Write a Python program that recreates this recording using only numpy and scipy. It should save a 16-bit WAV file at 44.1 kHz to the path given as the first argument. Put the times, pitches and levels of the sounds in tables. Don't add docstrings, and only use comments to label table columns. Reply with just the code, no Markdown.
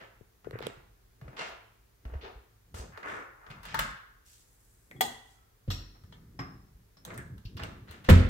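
import sys
import numpy as np
from scipy import signal
from scipy.fft import rfft, irfft
from scipy.io import wavfile

SR = 44100
rng = np.random.default_rng(int(sys.argv[2]) if len(sys.argv) > 2 else 0)


def convert_level_to_amplitude(level_db):
    exponent = np.asarray(level_db, float) / 20
    return 10 ** exponent


def generate_wav(sig):
    pcm = np.round(np.clip(np.atleast_2d(sig).T, -1, 1) * 32767).astype(np.int16)
    wavfile.write(sys.argv[1], SR, pcm)


N = 365588
MIC_GAP_M = 0.17


def at_hz(points, hz, axis=1):
    points = np.array(points)
    return np.interp(np.log(hz + 1), np.log(points[:, 0]), points[:, axis])


def band(x, low_hz, high_hz):
    return signal.sosfilt(signal.butter(2, [low_hz, min(high_hz, SR / 2.1)], "band", fs=SR, output="sos"), x)


def rms_one(x):
    return x / np.sqrt(np.mean(x ** 2) + 1e-20)


def add(out, s, sound, pan_db=0.):
    lag = 16 if s < 4.6 else -14
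    for side, sign in enumerate((1, -1)):
        at = round(s * SR) + max(sign * lag, 0)
        heard = sound[side] if sound.ndim > 1 else sound
        out[side, at:at + len(heard)] += (convert_level_to_amplitude(sign * pan_db / 2) * heard)[:N - at]


def diffuse_pair(size):
    hz = np.fft.rfftfreq(size, 1 / SR)
    alike = np.sinc(2 * hz * MIC_GAP_M / 343)
    mid, side = rfft(rng.standard_normal((2, size)))
    return hz, np.sqrt(1 + alike) * mid + np.sqrt(1 - alike) * side * [[1], [-1]]


def near_pair(white, alike):
    alike = np.clip(alike, 0, 1)
    return np.sqrt(alike) * white[0] + np.sqrt(1 - alike) * white[1:]


def hiss():
    # (f/Hz, level/dB)
    hiss_colour = [(180, -2), (300, -7.5), (392, 0.5), (617, -7.5), (1830, -9), (2650, -14), (6670, -15),
                   (8160, -18), (14400, -14), (15700, -13.5), (16500, -41.5)]
    hz = np.fft.rfftfreq(N, 1 / SR)
    noise = rfft(rng.standard_normal((2, N))) * convert_level_to_amplitude(at_hz(hiss_colour, hz))
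    return convert_level_to_amplitude(-72.5 + 2.0) * rms_one(irfft(noise, N))


def rumble():
    # (middle t/s, length t/s, level/dB, brightness dB per band)
    loads = [(0.007, 0.085, -61, -3), (0.489, 0.13, -56.5, -1), (0.64, 0.22, -53.5, 9),
             (0.816, 0.31, -71.5, -17), (1.353, 0.43, -69, 15), (2.083, 0.13, -64, 11.5),
             (2.204, 0.143, -73, -1), (2.265, .15, -83, -35), (2.82, 0.35, -54, -2),
             (3.119, 0.333, -63, 13.5), (3.551, 0.22, -54.5, -3.5), (3.798, 0.44, -49.5, -3),
             (5.04, 0.37, -55.5, 9), (5.797, 0.16, -55, -5), (6.202, 0.88, -59, -1.5),
             (6.483, 0.48, -53, 0.5), (6.676, 0.66, -65, -1.5), (7.186, 0.44, -49.5, 0),
             (7.348, 0.217, -52, -3), (7.635, 0.48, -48, .5), (7.93, 1, -58, 4.5)]
    rest_db = [-68, -81, -84]
    groan_db = [-6.5, 0, -9]
    edges_hz = [(30, 70.2), (70, 203.0), (200, 450)]
    drone_hz, drone_width_hz, drone_db = 109.7, 16, -72.5
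    pair = irfft(diffuse_pair(N)[1], N)
    t = np.arange(0, N, 32) / SR
    power = convert_level_to_amplitude(np.array(rest_db))[:, None] ** 2 * np.ones(len(t))
    for s, length, db, bright_db in loads:
        swell = np.cos(np.pi * np.clip((t - s) / length, -.5, .5)) ** 2
        gains = convert_level_to_amplitude(db + np.array(groan_db) + bright_db * np.arange(-1, 2))
        power = power + (gains[:, None] * swell) ** 2
    out = np.zeros((2, N))
    for band_power, edge in zip(power, edges_hz):
        level = np.interp(np.arange(N) / SR, t, np.sqrt(band_power))
        out += level * rms_one(band(band(pair, *edge), *edge))
    drone = band(pair[:, ::-1], drone_hz - drone_width_hz / 2, drone_hz + drone_width_hz / 2)
    return out + convert_level_to_amplitude(drone_db) * rms_one(drone)


def hallway(layers):
    # (f/Hz, time to fall 60 dB t/s, level/dB)
    hall = [(40.5, 0.51, -6), (120.5, 0.57, -6), (300, 0.55, 3), (597, 0.55, -3), (1080, 0.67, -7),
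            (1500, 0.63, -4.5), (2200, 0.59, -5.5), (4560, 0.53, -6), (7640, 0.35, 1.5), (13950, 0.42, -19)]
    echo_db = [-10, -15, 1.26, -2.5, 2.5, -9, -6.5, -7.5, -8.5, -8, -6, -8.5]
    sent = np.tensordot(convert_level_to_amplitude(np.array(echo_db)), layers, 1)
    hz, t, cells = signal.stft(irfft(diffuse_pair(2 ** 15)[1]), SR, nperseg=1024)
    cells *= convert_level_to_amplitude(at_hz(hall, hz, axis=2)[:, None] - 60 * t / at_hz(hall, hz)[:, None])
    tail = signal.istft(cells, SR, nperseg=1024)[1]
    tail *= convert_level_to_amplitude(-33.5) * (1 - np.exp(-np.arange(tail.shape[1]) / SR / 0.00043))
    return np.array([signal.fftconvolve(d, h)[:N] for d, h in zip(sent, tail)])


def shimmers():
    # (t/s, level/dB, centre f/Hz, width f/Hz, time to
    # fall 60 dB t/s)
    rough_rings = [(3.745, -40, 1620, 300, .5), (3.792, -40, 1550, 280, .75), (5.009, -30, 800, 110, .25),
                   (5.009, -46, 1950, 110, 0.7), (5.009, -47, 3340, 110, .65),
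                   (5.01, -48, 13700, 2700, 0.26), (5.35, -72, 1330, 68, 1), (5.704, -49, 5500, 330, .6),
                   (5.703, -51, 4200, 450, .65), (5.704, -53, 3000, 480, 0.43),
                   (5.704, -54.5, 13000, 2000, 0.34), (6.393, -58, 5200, 190, 0.4),
                   (6.393, -47.5, 1114, 170, 0.52), (6.968, -63, 5370, 200, 0.25),
                   (6.968, -65, 4200, 900, 0.12), (7.104, -49, 1600, 600, .3),
                   (7.177, -46, 1700, 700, .25), (7.138, -61, 5000, 3500, .2), (8.09, -29, 77, 17, .6),
                   (8.091, -30, 525, 110, .25), (8.091, -50, 13000, 5000, .3),
                   (5.009, -27, 2000, 300, .07), (5.009, -48, 4030, 200, .4), (4.912, -59, 2100, 300, .25),
                   (7.454, -56, 4500, 700, .15), (7.455, -55, 2850, 300, .15), (7.57, -52, 2900, 300, .12),
                   (7.572, -54, 4400, 900, .15), (7.89, -59, 4200, 300, .2), (6.126, -57, 3300, 500, .15),
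                   (3.745, -46, 920, 80, .2),
                   (5.03, -57, 7500, 3000, .8), (5.03, -50, 810, 100, .7), (5.704, -54, 7200, 1800, .3),
                   (5.677, -58, 2200, 3000, .15), (6.393, -55, 5800, 3000, .1), (7.2, -55, 1640, 160, .6),
                   (2.232, -50, 410, 90, .5), (2.245, -50, 800, 200, .4), (3.808, -36, 1600, 600, .1),
                   (3.85, -50, 1500, 400, .9), (2.81, -52, 480, 250, .4), (5.95, -62, 1100, 900, .2),
                   (8.092, -29, 1300, 800, .25), (6.392, -46, 1700, 900, .35), (6.393, -61, 5280, 100, .7),
                   (5.704, -57, 5500, 160, .85), (3.08, -56, 3300, 900, .5), (1.48, -70, 11500, 6000, .3),
                   (7.57, -50, 1300, 700, .2), (5.011, -36, 4500, 1500, .14), (1.5, -60, 2500, 1000, .8)]
    out, t = np.zeros((2, N)), np.arange(2 ** 15) / SR
    for s, db, hz, width_hz, t60 in rough_rings:
        white = near_pair(rng.standard_normal((3, len(t))), alike=np.exp(-hz / 1500.))
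        noise = band(white, hz - width_hz / 2, hz + width_hz / 2)
        add(out, s, convert_level_to_amplitude(db - 60 * t / t60) * (1 - np.exp(-t / 0.0015)) * rms_one(noise))
    return out


def damped(hz, t60, rise_s, phase=0.):
    t = np.arange(int(t60 * SR) + 2) / SR
    return np.sin(2 * np.pi * hz * t + phase) * convert_level_to_amplitude(-60 * t / t60) * (1 - np.exp(-t / rise_s))


def single_tones(table, ring_s, shortening, rise_s, lift_db=0.):
    out = np.zeros((2, N))
    for s, db, hz, *pan_db in table:
        t60 = np.clip(ring_s * (100 / hz) ** shortening, .003, .6)
        add(out, s, convert_level_to_amplitude(db + lift_db) * damped(hz, t60, rise_s), *pan_db)
    return out


def ticks(table, colour_db, crack_s=0.0039, rattle=0.23, rattle_s=0.021):
    out, t = np.zeros((2, N)), np.arange(3000) / SR
    edges_hz = [(852.0, 2170), (400, 1390), (2200, 4030), (6600, 56000), (4200, 5800)]
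    octaves = np.log2(np.sqrt(np.prod(edges_hz, axis=1)) / 1400)
    fade = np.exp(-t / crack_s) + rattle * np.exp(-t / rattle_s)
    for s, db, bright_db, pan_db in table:
        crack = near_pair(rng.standard_normal((3, 3000)), alike=0.074) * fade
        gains = convert_level_to_amplitude(db + 3 + np.array(colour_db) + bright_db * octaves)
        add(out, s, sum(gain * band(crack, *edge) for gain, edge in zip(gains, edges_hz)), pan_db)
    return out


def struck(modes, blows, rise_cycles, pan_db, detune):
    out = np.zeros((2, N))
    middle_hz = np.median(np.array(modes)[:, 0])
    for s, blow_db, bright_db in blows:
        for k, (hz, db, t60) in enumerate(modes):
            chance = rng.standard_normal((7, 4))
            sides = convert_level_to_amplitude(5.38 * min(hz / 900, 1) * chance[:, 2:])
            pitches = hz * (1 + detune * (np.linspace(-1, 1, 7) + chance[:, 0] / 5))
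            bunch = [damped(pitch, t60, rise_cycles / hz, phase=turn * detune * 99)
                     for pitch, turn in zip(pitches, chance[:, 1])]
            gain = convert_level_to_amplitude(blow_db + db + bright_db * np.log2(hz / middle_hz) - 18.5)
            add(out, s, (-1) ** k * gain * sides.T @ np.array(bunch), pan_db)
    return out


def housing_knocks():
    # (t/s, peak level/dB, f/Hz, left-right level/dB)
    knocks = [(0.21, -41.5, 400, 12), (0.212, -47, 114.6, 10), (0.4707, -25.5, 419.3, 14.5),
              (0.511, -31, 450, .1), (0.531, -30.5, 440, 2), (0.555, -25, 440, 4), (0.606, -25, 454, 6),
              (0.6685, -19, 470, -8), (0.7, -43, 400, 4), (1.278, -37, 526, .1), (2.136, -32.5, 523, 1.9),
              (4.91, -48, 300, -2), (4.9125, -28.5, 2080, 2), (2.051, -44, 240, 1), (2.141, -33.5, 590, -1),
              (2.229, -40, 425, 1), (2.741, -42, 202, 2), (2.802, -40, 390, 1), (2.82, -42, 560, 1),
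              (7.19, -36, 300, .1), (8.116, -12, 180, .1)]
    pips = [
        (0.6677, -28, 3300, -14),
        (0.668, -38, 7500, -6),
        (0.668, -43, 5000, -9),
        (0.6685, -35, 10500, -12),
        (0.592, -38, 2470, -3),
        (4.9125, -36, 2050, 2),
        (4.9125, -44, 3200, -3),
        (4.9125, -52, 6800, 1),
        (4.9125, -52, 8200, 1),
    ]
    dull = single_tones(knocks, ring_s=0.061, shortening=0.89, rise_s=0.00093)
    return dull + single_tones(pips, ring_s=0.007, shortening=0.05, rise_s=0.0002)


def housing_snaps():
    # (t/s, level/dB, brightness dB per octave, left-right level/dB)
    snaps = [
        (0.5094, -36, -0.5, -5),
        (0.5335, -58, 1, 7),
        (0.589, -35, 0.3, -5),
        (0.5934, -36, -2, -5),
        (0.605, -37, -2, -9.5),
        (0.6255, -31, -1.5, -11),
        (0.6684, -23.5, 0, -9.5),
        (0.70, -39, -10, 8),
    ]
    snap_db = [-29, 5, 0, -12.5, -22]
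    return ticks(snaps, snap_db, crack_s=0.00043, rattle=0.036, rattle_s=0.0036)


def scuffs():
    # (t/s, length t/s, level/dB, centre f/Hz)
    slides = [(0.0, 0.072, -51, 1500), (0.613, 0.09, -47, 1650), (1.221, 0.47, -60.5, 1020),
              (1.365, 0.15, -42, 2100), (2.056, 0.3, -60.5, 1040), (2.218, 0.12, -53, 1100),
              (2.741, 0.11, -53, 6120), (2.75, 0.13, -54, 980), (3.049, 0.21, -63, 5300),
              (3.628, 0.24, -51, 2200), (4.25, .22, -63, 9000), (5.25, 0.14, -70, 8000),
              (7.06, 0.16, -52.5, 950), (7.591, 0.088, -45, 1500), (7.873, 0.15, -56.5, 1830),
              (8.041, 0.063, -50, 2400)]
    rubs = [
        (0.526, 0.074, -51, 1500),
        (1.371, 0.2, -52, 900),
        (2.21, 0.09, -53, 3000),
        (2.92, 0.16, -56, 1500),
        (3.027, 0.23, -41.5, 1500),
        (3.037, 0.2, -51.5, 514),
        (3.369, 0.51, -59, 1290),
        (4.358, 0.95, -73, 11260),
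        (7.098, 0.1, -58, 1550),
    ]
    # (t/s, level/dB, centre f/Hz, spread in octaves, left-right level/dB)
    grazes = [(0.448, -60, 1500, 0.58, -0.5), (3.501, -48, 2000, 1.2, -1), (3.741, -36, 1200, 0.28, 3),
              (3.788, -33, 2000, 0.97, 0), (4.911, -58.5, 2100, 0.175, 12), (5.007, -41, 14700, 0.2, -1.5),
              (5.705, -47.5, 4100, 0.88, 12), (6.12, -67, 2440, 1.5, -5), (6.389, -45, 1130, 1.08, -0.5),
              (7.449, -60, 3750, 0.61, -1), (7.567, -52.5, 3560, 0.76, -2.5),
              (8.087, -23.5, 464, 0.45, -2.5), (8.088, -31.5, 2000, 1.37, -18), (8.095, -30, 2200, 1, 10)]
    strokes = [(*row, 1.32, -.3) for row in slides]
    strokes += [(*row, 0.71, .4) for row in rubs]
    strokes += [(s, 0.027, *rest) for s, *rest in grazes]
    out = np.zeros((2, N))
    for s, length, db, centre_hz, octaves, pan_db in strokes:
        size = 2 ** 15 if length > .04 else 2 ** 11
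        hz, t = np.fft.rfftfreq(size, 1 / SR) + 1, np.arange(size) / SR
        roughness = np.minimum(rng.exponential(1, size // 64), 3).repeat(64)
        grains = near_pair(rng.standard_normal((3, size)), alike=0.38) * convert_level_to_amplitude(3.9 * roughness)
        octave = np.log2(hz / centre_hz) / octaves
        hump = convert_level_to_amplitude(-6 * np.where(octave > 0, 1.4, .8) * octave ** 2) / np.sqrt(hz)
        swell = np.sin(np.pi * np.clip(t / length, 0, 1) ** 0.46)
        add(out, s, convert_level_to_amplitude(db) * swell * rms_one(irfft(rfft(grains) * hump)), pan_db)
    return out


def heels():
    # (t/s, peak level/dB, f/Hz)
    landings = [(0.459, -32.5, 143.3), (0.535, -26, 114.5), (0.662, -36, 180), (0.77, -41, 123),
                (1.219, -30, 131), (1.25, -35, 62), (1.281, -33, 129), (1.409, -38, 170),
                (2.054, -26.5, 58.8), (2.12, -29, 57.6), (2.15, -22, 66.4), (2.356, -35.5, 54.3),
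                (2.741, -30, 81), (2.795, -28, 63), (2.94, -43, 88.8), (3.504, -35.5, 143),
                (3.79, -30.5, 46.3)]
    return single_tones(landings, ring_s=0.086, shortening=1, rise_s=0.0066, lift_db=-0.5)


def wood_ticks():
    # (t/s, level/dB, brightness dB per octave, left-right level/dB)
    wood = [
        (0.4447, -46, -1, 5),
        (1.2134, -43, 1, 2),
        (2.0519, -41, 1, 1),
        (2.138, -46, -5, 2),
        (2.7422, -38.5, -0.5, 6),
        (2.9744, -33, 0.5, 1),
        (3.5044, -53, 5.5, 2),
        (4.9127, -45, 3, -1.5),
        (8.088, -16, 1.1, 3.5),
        (8.1015, -12.5, 2.5, -.5),
    ]
    wood_db = [-6, 2, -20, -29.5, -36.5]
    return ticks(wood, wood_db)


def panel_ticks():
    # (t/s, level/dB, brightness dB per octave, left-right level/dB)
    panel = [(1.2805, -43, -16, 3), (8.0955, -22.5, 2.5, 2), (3.0304, -33, -8, -3),
             (3.465, -38.5, -16.5, 5), (3.6313, -41.5, 1, 6), (3.6529, -29, -0.5, 0),
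             (3.7443, -15.5, -2, 0.5), (3.7909, -13, 0, 0.5), (6.3924, -31.5, -5, 4),
             (7.1039, -36.5, -20, 2), (7.14, -71, 8.5, 2), (7.5945, -34, -2.5, -5), (8.0435, -47, 1.5, 3),
             (7.1766, -38, 2, .1)]
    panel_db = [-3.5, -22.5, -10, -18, -41]
    return ticks(panel, panel_db)


def metal_ticks():
    # (t/s, level/dB, brightness dB per octave, left-right level/dB)
    metal = [(5.009, -22.5, 1.5, -3), (5.7024, -30, -3, 1), (6.0367, -51.5, -2, 3), (6.1244, -45, -5, 4.5),
             (6.9696, -52, -7.5, 7), (7.0503, -37, 0.75, -2.5), (7.3798, -49.5, -1, -3),
             (5.0122, -26.5, 2, 1.8), (7.5687, -49, 1, 1), (7.6345, -30.5, -2, 1), (7.9103, -40.5, 0, 2)]
    metal_db = [-2, -5, -2.5, -11, -25]
    return ticks(metal, metal_db)


def chinks():
    # (t/s, peak level/dB, f/Hz, left-right level/dB)
    loose_parts = [(0.509, -38, 1900, -5), (2.141, -41, 1550, -4), (2.799, -40, 1700, .1),
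                   (2.936, -44, 1480, 1), (2.943, -45, 1500, 1), (8.088, -17, 1100, 4),
                   (8.089, -20, 1600, 8), (8.1005, -20, 1500, .1), (8.103, -24, 2700, 2),
                   (0.6682, -31, 1600, -11), (3.793, -45, 2920, .1), (5.0105, -30, 8000, -3),
                   (5.0122, -19, 15100, -3), (5.012, -25, 6600, -3), (6.126, -48, 3180, .1),
                   (6.128, -51, 4170, .1), (6.392, -46, 3170, -3), (7.0503, -35.5, 6400, 3),
                   (7.0503, -40, 4000, -5), (7.0506, -35, 7500, 2), (7.104, -38, 2400, -2),
                   (7.177, -37, 8940, .1), (7.453, -47, 4500, .1), (7.4568, -45, 2720, 5),
                   (7.569, -43, 2900, .1), (7.574, -47, 4300, .1), (7.6357, -29, 2830, .1),
                   (7.6345, -35, 4970, 2), (7.889, -50, 4200, .1)]
    return single_tones(loose_parts, ring_s=0.0099, shortening=0.05, rise_s=0.00023)


def wall():
    # (f/Hz, level/dB, time to fall 60 dB t/s)
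    modes = [(900, 1, 0.18), (1290, 1.1, 0.18), (1400, -2.1, 0.3), (1600, -8, 0.36), (1690, 3, 0.19)]
    # (t/s, level/dB, brightness dB per octave)
    blows = [
        (3.743, -29.5, .1),
        (3.79, -31, .1),
    ]
    return struck(modes, blows, rise_cycles=0.31, pan_db=4.5, detune=0.039)


def bolt():
    # (f/Hz, level/dB, time to fall 60 dB t/s)
    modes = [(244, -6, 0.33), (450, -7.5, 0.24), (771, 9, 0.066), (817, -5, 0.14), (1177, -1.5, 0.12),
             (1330, -31, 0.93), (1949, -8, 0.17), (2000, 8, 0.046), (3350, 2.7, 0.16), (4030, -14, 0.15),
             (7680, 0, 0.036)]
    # (t/s, level/dB, brightness dB per octave)
    blows = [
        (4.962, -56.5, -3),
        (5.008, -24.5, .1),
    ]
    return struck(modes, blows, rise_cycles=0.39, pan_db=3.5, detune=0.02)


def knob():
    # (f/Hz, level/dB, time to fall 60 dB t/s)
    modes = [(300, 2, 0.23), (464, -1, 0.109), (1257, -6.5, 0.16), (2850, -3, 0.15), (3410, -5, 0.21),
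             (4180, -4, 0.2), (4780, -6, 0.19), (3800, -1.5, 0.17), (5460, -8, 0.27), (5500, 0, 0.12),
             (11900, -5, 0.092), (13400, -2, 0.068)]
    # (t/s, level/dB, brightness dB per octave)
    blows = [
        (5.704, -34.5, -0.6),
        (7.451, -59, 1),
        (7.57, -55.5, -3),
    ]
    return struck(modes, blows, rise_cycles=0.28, pan_db=-4.0, detune=.022)


def latch():
    # (f/Hz, level/dB, time to fall 60 dB t/s)
    modes = [(161, 11.5, 0.16), (273, 5, 0.21), (370, -4, 0.16), (830, -15, 0.17), (1130, -2, 0.23),
             (1580, -26, 0.1), (2100, -10, 0.17), (5200, -5, 0.15), (5480, -16, 0.15), (12100, -22.5, 0.18)]
    # (t/s, level/dB, brightness dB per octave)
    blows = [
        (6.391, -32.5, .1),
        (6.968, -60, .1),
    ]
    return struck(modes, blows, rise_cycles=0.38, pan_db=-1.0, detune=0.0199)


def pocket():
    # (f/Hz, level/dB, time to fall 60 dB t/s)
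    modes = [(1420, -9, 0.098), (1710, -5, 0.1), (2150, -0.5, 0.1), (8600, -1.5, 0.0347)]
    # (t/s, level/dB, brightness dB per octave)
    blows = [
        (7.105, -47, -9),
        (7.177, -40, 0.5),
        (7.635, -38, 0.3),
    ]
    return struck(modes, blows, rise_cycles=0.27, pan_db=7.5, detune=0.042)


def door_bumps():
    # (t/s, peak level/dB, f/Hz)
    bumps = [(4.954, -39, 132), (5.6768, -30.5, 146), (5.683, -19.5, 97), (6.038, -43, 91),
             (6.392, -30, 126), (6.748, -43, 51.8), (7.063, -42, 170), (7.179, -35, 130), (7.301, -40, 125),
             (7.322, -34.5, 105), (7.378, -40, 70), (7.452, -31.5, 51.7), (7.452, -32.5, 103),
             (7.551, -33, 105), (7.627, -31.5, 102.8), (7.818, -42.5, 106), (7.897, -38, 80.6),
             (8.046, -47, 136), (8.088, -8, 31), (8.1, -20, 75)]
    return single_tones(bumps, ring_s=0.12, shortening=0.11, rise_s=0.0028)


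def door_bang():
    # (f/Hz, level/dB, time to fall 60 dB t/s)
    modes = [(45.1, -2, 0.58), (63.3, -17, 0.6), (86.8, -1, 0.46), (109.5, -22, 0.9), (132, -14, 0.46),
             (154.4, -7, 0.2), (182, -14.5, 0.24), (211, -10, 0.18), (248.5, -17.5, 0.33),
             (322, -8.5, 0.052), (394, -25, 0.8), (525, -13, 0.067)]
    # (t/s, level/dB, brightness dB per octave)
    blows = [
        (5.677, -27.5, .1),
        (8.1135, -7, -1),
        (8.086, -5, 3.5),
        (8.0915, -10, .1),
        (8.102, -9, -3),
    ]
    return struck(modes, blows, rise_cycles=0.45, pan_db=-0.5, detune=0.0067)


def scene():
    layers = np.array([
        heels() + door_bumps(), housing_knocks(), wood_ticks() + panel_ticks() + metal_ticks(),
        housing_snaps(), scuffs(), bolt(), door_bang(), knob(), latch(), wall(), pocket(), chinks()])
    return layers.sum(axis=0) + hallway(layers) + rumble() + hiss() + shimmers()


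def band_limit(x):
    return signal.sosfilt(signal.butter(12, 16820, fs=SR, output="sos"), x)


def record(dry):
    heard = signal.sosfilt(signal.butter(2, 24, "high", fs=SR, output="sos"), dry)
    rounded = 1.041 * np.tanh(heard / 0.91)
    top_cut = signal.cheby2(12, 60, 16000 * 1.05, fs=SR, output="sos")
    return band_limit(signal.sosfilt(top_cut, rounded))


dry = scene()
out = record(dry)
generate_wav(out)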